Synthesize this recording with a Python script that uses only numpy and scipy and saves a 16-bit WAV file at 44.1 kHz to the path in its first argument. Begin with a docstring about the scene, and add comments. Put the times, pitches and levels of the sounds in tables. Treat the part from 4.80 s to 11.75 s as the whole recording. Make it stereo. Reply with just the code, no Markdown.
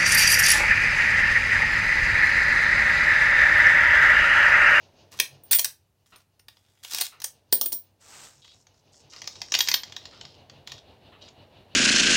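"""A ceiling fan swishes softly throughout, as throbbing hum and noise; hiss lies under it.
A parakeet's beak slides coins (filtered friction clicks) in a small metal tin, close to a phone in a hard room.
A clock ticks each second, as noise through short modes; coins knock on the tin as chatter, bright while loose.
Coins ring as decaying tones; a dropped one bounces on the table, chattering on a duller body.
Feathers rub the rim as the head dips in; then the bird presses into the heap and the knocks turn dull."""
import sys
import numpy as np
from scipy import signal
from scipy.fft import rfft, irfft
from scipy.io import wavfile

SR = 44100
rng = np.random.default_rng(int(sys.argv[2]) if len(sys.argv) > 2 else 0)


def wav_record(signal):
    """Record a signal, one row per channel, as 16-bit PCM in the file named by sys.argv[1]."""
    frames = np.transpose(np.atleast_2d(signal))
    bounded = np.clip(frames, -1, 1)
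    # unit amplitude maps onto the largest positive 16-bit level
    quanta = np.round(bounded * 32767).astype(np.int16)
    wavfile.write(sys.argv[1], SR, quanta)


N = 306495
TIME = np.arange(N) / SR

# coins pushed over each other: start_s, length_s, level_db, centre_hz
SLIDES = [(0.312, 0.15, -53.5, 3340), (0.71, 0.057, -31.5, 3500), (1.257, 0.17, -69, 4010),
          (1.679, 0.4, -72.5, 3170), (2.029, 0.18, -47.5, 4400), (2.103, .17, -38, 6600),
          (3.521, .32, -67.5, 6300), (3.617, 0.13, -58, 3560), (3.932, 0.083, -72, 5250),
          (4.12, 0.1, -61, 6030), (4.292, .45, -54, 5006), (4.727, 0.2, -42.5, 5590),
          (5.047, 0.52, -58, 4000), (5.865, 0.13, -53, 3790), (6.411, 0.082, -53.5, 3820)]
PRESSED_FROM_S = 3.2  # from here on the coins lie pressed in the heap


def undb(db):
    """Decibels to gain."""
    return 10 ** (np.asarray(db) / 20)


def unit(x):
    """Scale to an rms of 1."""
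    return x / np.sqrt(np.mean(x ** 2))


def unit_energy(x):
    """Scale to an energy of 1."""
    return x / np.linalg.norm(x)


def decay(t, t60_s):
    """Exponential decay that loses 60 dB in t60_s."""
    return undb(-60 * t / t60_s)


def add(out, start_s, x):
    """Mix x into out at start_s."""
    i = max(int(start_s * SR), 0)
    out[i:i + len(x)] += x[:max(N - i, 0)]


def sift(x, hz, kind, order=4):
    """Low-, high- or band-pass."""
    sos = signal.butter(order, np.minimum(hz, .49 * SR), kind, fs=SR, output="sos")
    return signal.sosfilt(sos, x)


def band(x, hz, width_hz):
    """A broad resonance around hz."""
    low_hz = np.hypot(hz, width_hz / 2) - width_hz / 2
    return sift(x, [low_hz, low_hz + width_hz], "bandpass", order=2)


def response(points, size=2048):
    """Minimum-phase impulse response of unit energy with a (Hz, dB) colour."""
    hz, db = np.transpose(points)
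    bins_hz = np.fft.rfftfreq(size, 1 / SR)
    gain = undb(np.interp(np.log(bins_hz + 1), np.log(hz), db))
    cepstrum = irfft(np.log(gain))
    # keeping the doubled causal half of the cepstrum makes the response causal
    return unit_energy(irfft(np.exp(rfft(2 * cepstrum[:size // 2], size))))


def noise(points):
    """Steady noise of rms 1 with a (Hz, dB) colour."""
    return unit(signal.fftconvolve(rng.standard_normal(N), response(points))[:N])


def ring(modes, t60_s, detune=0.0056):
    """Decaying modes of unit energy, each shifted a little at random (relative spread detune)."""
    t = TIME[:SR // 8]
    h = np.zeros(len(t))
    for hz, db in modes:
        sign = rng.choice([-1, 1])
        mode_hz = hz * (1 + detune * rng.standard_normal())
        h += undb(db) * sign * np.sin(2 * np.pi * mode_hz * t)
    return unit_energy(h * decay(t, t60_s))


def fan(drone_db=-10, boom_db=-7, throb_db=6.5, air_throb_db=2.0,
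        swish_db=-7.0, swish_throb_db=6.0, swish_lead_s=0.01):
    """Each passing blade gives a low throb and a swish, over the motor's hum and a rush of air."""
    # base level of the fan's air, which sinks and comes back: time_s, level_db
    air_levels = [(0, -60.5), (.75, -61.5), (1.05, -80.5), (1.9, -77), (2.6, -69.5), (3.1, -72.5),
                  (3.9, -69.5), (4.5, -59), (5.3, -57.5), (6.95, -56.5)]
    # colour of the rush of air: freq_hz, level_db
    air_colour = [(30, -21), (60, 1.5), (140, -2), (300, -2), (620, -1), (900, -5), (1200, -15),
                  (4000, -20), (8000, -38), (16000, -42)]
    blade_hz, blade_at_s = 5.935, .045
    motor_hz, motor_db = 96.7, -73.5
    air_db = np.interp(TIME, *np.transpose(air_levels))
    blade = np.cos(2 * np.pi * blade_hz * (TIME - blade_at_s))
    edge = np.cos(2 * np.pi * blade_hz * (TIME - blade_at_s + swish_lead_s))

    motor_tone = np.sin(2 * np.pi * motor_hz * TIME)
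    drone = unit(motor_tone + 0.5 * unit(band(rng.standard_normal(N), 94, 62)))
    boom = unit(band(rng.standard_normal(N), 137, 4.3))
    throb = undb(air_db + throb_db * blade) * (undb(drone_db) * drone + undb(boom_db) * boom)
    hum = undb(motor_db) * drone + throb
    air = undb(air_db + air_throb_db * blade) * noise(air_colour)

    # the swish whistles faintly at its lower edge and grows duller towards the end
    rush = rng.standard_normal(N)
    whistle = band(rush, 2930, 260)
    sheen = np.interp(TIME, [4.3, 6.3], [.8, 0]) * sift(rush, [4500, 6600], "bandpass")
    swish = unit(sift(rush, [2400, 4400], "bandpass") + whistle + sheen)
    return hum + air + undb(air_db + swish_db + swish_throb_db * edge) * swish


def tin():
    """The tin's answer to one contact: a crack and a short ring, its modes shifted by the load of coins."""
    # wall and bottom modes: freq_hz, level_db
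    tin_modes = [(720, -11), (947, -4.5), (1930, -3), (2580, -9.5), (3282, 4.5), (3700, 2.5), (3980, 3.5),
                 (4270, -7.5), (4750, -2.5), (4980, 1), (5548, 1.5), (6050, -8.5)]
    # colour of a contact: freq_hz, level_db
    crack_colour = [(70, -39.5), (200, -23.5), (550, -12.5), (1000, -7), (1400, 1), (2200, 0.5),
                    (3600, 1.5), (6000, 2.5), (8000, 1.5), (11000, -5), (15500, -4)]
    ring_db, ring_t60_s = -8, .024
    h = undb(ring_db) * ring(tin_modes, ring_t60_s)
    crack = response(crack_colour)
    return h + np.pad(crack, (0, len(h) - len(crack)))


def friction(catches_per_s, scatter_db):
    """Two surfaces catch and slip in a stream of tiny random clicks."""
    catches = rng.random(N) < catches_per_s / SR
    signs = rng.choice([-1, 1], N)
    return catches * signs * undb(scatter_db * np.minimum(rng.exponential(size=N), 5))


def slides(taper=0.067):
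    """Embossed coin faces scrape over each other and stir the tin."""
    # width / centre: loose coins scrape over a wide band, pressed ones over a narrow one
    loose_width, pressed_width = 4.5, 0.51
    out = np.zeros(N)
    for start_s, length_s, db, hz in SLIDES:
        n = int(length_s * SR)
        width_hz = hz * (pressed_width if start_s > PRESSED_FROM_S else loose_width)
        clicks = friction(catches_per_s=3600, scatter_db=4.5)[:n]
        scrape = band(signal.fftconvolve(clicks, tin())[:n], hz, width_hz)
        add(out, start_s, undb(db) * unit(scrape) * signal.windows.tukey(n, taper))
    return out


def jostles(rate_per_s=24, relative_db=0, scatter_db=2.5):
    """A slide jostles the neighbouring coins into small knocks at random moments."""
    out = np.zeros(N)
    for start_s, length_s, slide_db, hz in SLIDES:
        for s in start_s + length_s * rng.random(round(rate_per_s * length_s)):
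            db = slide_db + relative_db + scatter_db * rng.standard_normal()
            add(out, s, knock(db, s, hz))
    return out


def clock(first_s=.318, level_db=-61.5, t60_s=0.24):
    """A far tick each second: short modes blurred by the room into a decaying wash."""
    # freq_hz, level_db
    clock_modes = [(1300, -2), (1520, -1.5), (1760, -7), (2770, -10.5), (3980, -15.5)]
    out, t = np.zeros(N), TIME[:SR // 4]
    for s in np.arange(first_s, N / SR):
        wash = rng.standard_normal(len(t)) * (1 - np.exp(-t / .012)) * decay(t, t60_s)
        tick = signal.fftconvolve(wash, ring(clock_modes, 0.0039))[:len(t)]
        add(out, s, undb(level_db) * unit(tick))
    return out


def strike(body, db, bright_db, thud_db, chatter_s, attack_s):
    """A coin chatters briefly on a body; a hard edge adds treble, a flat fall adds thud."""
    t = TIME[:SR // 25]
    envelope = np.exp(-t / chatter_s) * (1 - np.exp(-t / (.5 * chatter_s)))
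    x = signal.fftconvolve(rng.standard_normal(len(t)) * envelope, body)
    thud = undb(thud_db) * unit_energy(sift(x, [150, 1300], "bandpass"))
    middle = unit_energy(sift(x, [1400, 7200], "bandpass", order=7))
    treble = undb(bright_db + 6.5) * unit_energy(sift(x, 7800, "highpass"))
    # each part holds the energy of its level kept up for attack_s
    return undb(db) * np.sqrt(attack_s * SR) * (thud + middle + treble)


def knock(db, s, hz):
    """One knock on the tin: the spot that is hit stands out, and strength sets brightness and thud."""
    # brightness at middling strength, before strike's fixed offset: time_s, bright_db
    brightness = [(.4, -9), (.73, 4), (1.6, 0), (2.05, -4), (2.45, 2.5), (4.3, -16.5), (4.75, -24),
                  (4.81, -23), (5.2, -19.5), (5.45, -31.5), (5.9, -14.5), (6.5, -29)]
    spot_db, spot_width_hz = -5.5, 2200
    # harder knocks are brighter and have less thud (slopes in dB per dB)
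    middling_db, bright_slope, thud_db, thud_slope = -19, 0.41, -16.5, -0.24
    body, force_db = tin(), db - middling_db
    spot = band(signal.unit_impulse(len(body)), hz, spot_width_hz)
    body = body + undb(spot_db) * unit_energy(spot)
    bright_db = np.interp(s, *np.transpose(brightness)) + bright_slope * force_db
    return strike(body, db, bright_db, thud_db + thud_slope * force_db, chatter_s=0.0025, attack_s=0.0085)


def knocks():
    """The beak tosses coins against the tin."""
    # start_s, level_db, spot_hz
    hits = [(.389, -36.5, 3430), (0.399, -17, 3240), (0.7106, -31, 3330), (0.7225, -28, 4070),
            (0.7298, -25, 4235), (0.786, -30, 4740), (.793, -25.5, 3640), (0.8447, -27, 4540),
            (.853, -34, 4070), (1.359, -54, 3800), (1.595, -58, 5020), (1.683, -45, 4050),
            (1.769, -59.5, 3960), (2.047, -39, 3900), (2.12, -41, 5100), (2.134, -33.5, 5200),
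            (2.146, -29, 5000), (2.184, -31, 3520), (2.211, -26, 4000), (2.219, -29.5, 4000),
            (2.401, -46.5, 5800), (2.418, -39.5, 4430), (2.4423, -30.5, 5960), (3.868, -55.5, 5600),
            (4.334, -45, 4100), (4.362, -44, 4640), (4.4174, -38, 5460), (4.441, -46, 5210),
            (4.474, -30.5, 5540), (4.6165, -30.5, 4620), (4.72, -24, 5860), (4.7393, -20, 3600),
            (4.7486, -18, 4170), (4.788, -23, 5200), (4.805, -16.5, 4120), (4.873, -28.5, 4360),
            (4.885, -19.5, 4600), (4.914, -21.5, 4900), (4.9405, -16, 4490), (5.033, -34.5, 4640),
            (5.122, -41, 3680), (5.164, -33, 4300), (5.254, -40, 4170), (5.411, -39.5, 4020),
            (5.451, -42.5, 4346), (5.697, -47, 3630), (5.873, -38, 3800), (5.918, -37.5, 4264),
            (6.486, -52.5, 3680)]
    out = np.zeros(N)
    for s, db, hz in hits:
        add(out, s, knock(db, s, hz))
    return out


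def coin_rings(buzz_db=-3, buzz_width_hz=420):
    """Each bending mode rings as a clean tone, smeared by a buzz while the coin grazes its neighbours."""
    # coin: lower_hz, upper_hz, t60_s
    coins = {"small": (9130, 15150, .14), "large": (8960, 14210, .08), "thin": (9300, 14530, .07)}
    # a coin is free to ring: start_s, coin, lower_mode_db
    ring_events = [(.636, "small", -53), (0.7132, "small", -19.5), (.748, "small", -19),
                   (.793, "small", -31), (1.361, "thin", -53), (1.594, "thin", -55),
                   (2.209, "large", -23.5), (2.4408, "large", -31), (2.728, "small", -21.5),
                   (2.813, "small", -28), (2.858, "small", -29), (2.926, "small", -30),
                   (4.7878, "thin", -39.5), (4.809, "large", -37.5), (4.888, "large", -40),
                   (4.9395, "large", -34)]
    # coin: upper mode re lower mode in dB, while loose
    upper_mode_db = {"small": 7, "large": -3.5, "thin": -4}
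    pressed_upper_db = 16  # the upper mode gains on the lower one in the heap
    out, t = np.zeros(N), TIME[:SR // 3]
    for s, coin, db in ring_events:
        *modes_hz, t60_s = coins[coin]
        upper_db = db + upper_mode_db[coin] + pressed_upper_db * (s > PRESSED_FROM_S)
        for hz, mode_db in zip(modes_hz, (db, upper_db)):
            tone = np.sin(2 * np.pi * (hz + 30 * rng.standard_normal()) * t)
            buzz = unit(band(rng.standard_normal(len(t)), hz, buzz_width_hz)) / np.sqrt(2)
            add(out, s, undb(mode_db) * decay(t, t60_s) * (tone + undb(buzz_db) * buzz))
    return out


def bounces():
    """A dropped coin lands on one edge, then its far edge slaps down duller, at every bounce."""
    # start_s, level_db, bright_db
    landings = [(2.7258, -19.5, 5.5), (2.8125, -27, 11), (2.861, -35, 7), (2.9213, -37.5, 7.5),
                (2.93, -38, 13.5)]
    # colour of a contact on the table: freq_hz, level_db
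    table_colour = [(50, -27), (150, -2.5), (260, 10), (650, 6.5), (1200, 1.5), (2200, -5), (4300, 6),
                    (7000, -5), (11000, -18.5), (15500, -3.5)]
    # lag_s, level_db, bright_db of each edge, relative to the landing
    edges = (0, 0, 0), (.0036, -3, -14.5)
    out, table = np.zeros(N), response(table_colour)
    for s, db, bright_db in landings:
        for lag_s, edge_db, edge_bright_db in edges:
            hit = strike(table, db + edge_db, bright_db + edge_bright_db, thud_db=-5,
                         chatter_s=0.00079, attack_s=0.0018)
            add(out, s + lag_s, hit)
    return out


def feathers():
    """Feathers rub softly on the rim, swelling and fading as the head dips in."""
    # freq_hz, level_db
    rub_colour = [(150, -6.5), (800, 0.5), (1500, 0.5), (2400, -4), (5000, -0.5), (8200, 2.5), (9400, -13),
                  (15500, -16)]
    db = np.interp(TIME, [3.18, 3.21, 3.33, 3.46, 3.6, 3.7], [-110, -59.0, -48.5, -47.5, -70.5, -110])
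    clicks = friction(catches_per_s=4700, scatter_db=2.5)
    return undb(db) * unit(signal.fftconvolve(clicks, response(rub_colour))[:N])


def room(x, low_t60_s=0.22, treble_t60_s=0.19, level_db=-6.5):
    """Dense reflections off bare walls, with one decay for the lows and one for the treble."""
    t = TIME[:SR // 2]
    wash = rng.standard_normal(len(t)) * np.clip(t / 0.0035, 0, 1)
    low = sift(wash, 2800, "lowpass", order=1)
    h = low * decay(t, low_t60_s) + (wash - low) * decay(t, treble_t60_s)
    return undb(level_db) * signal.fftconvolve(x, unit_energy(h))[:N]


def scene():
    """Everything is near the centre; only the reflections spread a little, most in the treble."""
    # freq_hz, level_db
    hiss_colour = [(30, -13), (70, 11.5), (1500, -10.5), (4500, -16), (8000, -16), (15500, -17)]
    background = fan() + undb(-73) * noise(hiss_colour) + clock() + feathers()
    coins = slides() + jostles() + knocks() + coin_rings() + bounces()
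    mid = coins + room(coins) + background
    spread = room(coins + background)
    side = undb(-23) * sift(spread, [4400, 12000], "bandpass") + undb(-39) * spread
    return np.array([mid + side, mid - side])


def record(dry, top_hz=15850):
    """The phone limits at full scale, then cuts the top."""
    sos = signal.ellip(10, .1, 60, top_hz, fs=SR, output="sos")
    return signal.sosfiltfilt(sos, np.clip(dry, -1, 1))


dry = scene()
out = record(dry)
wav_record(out)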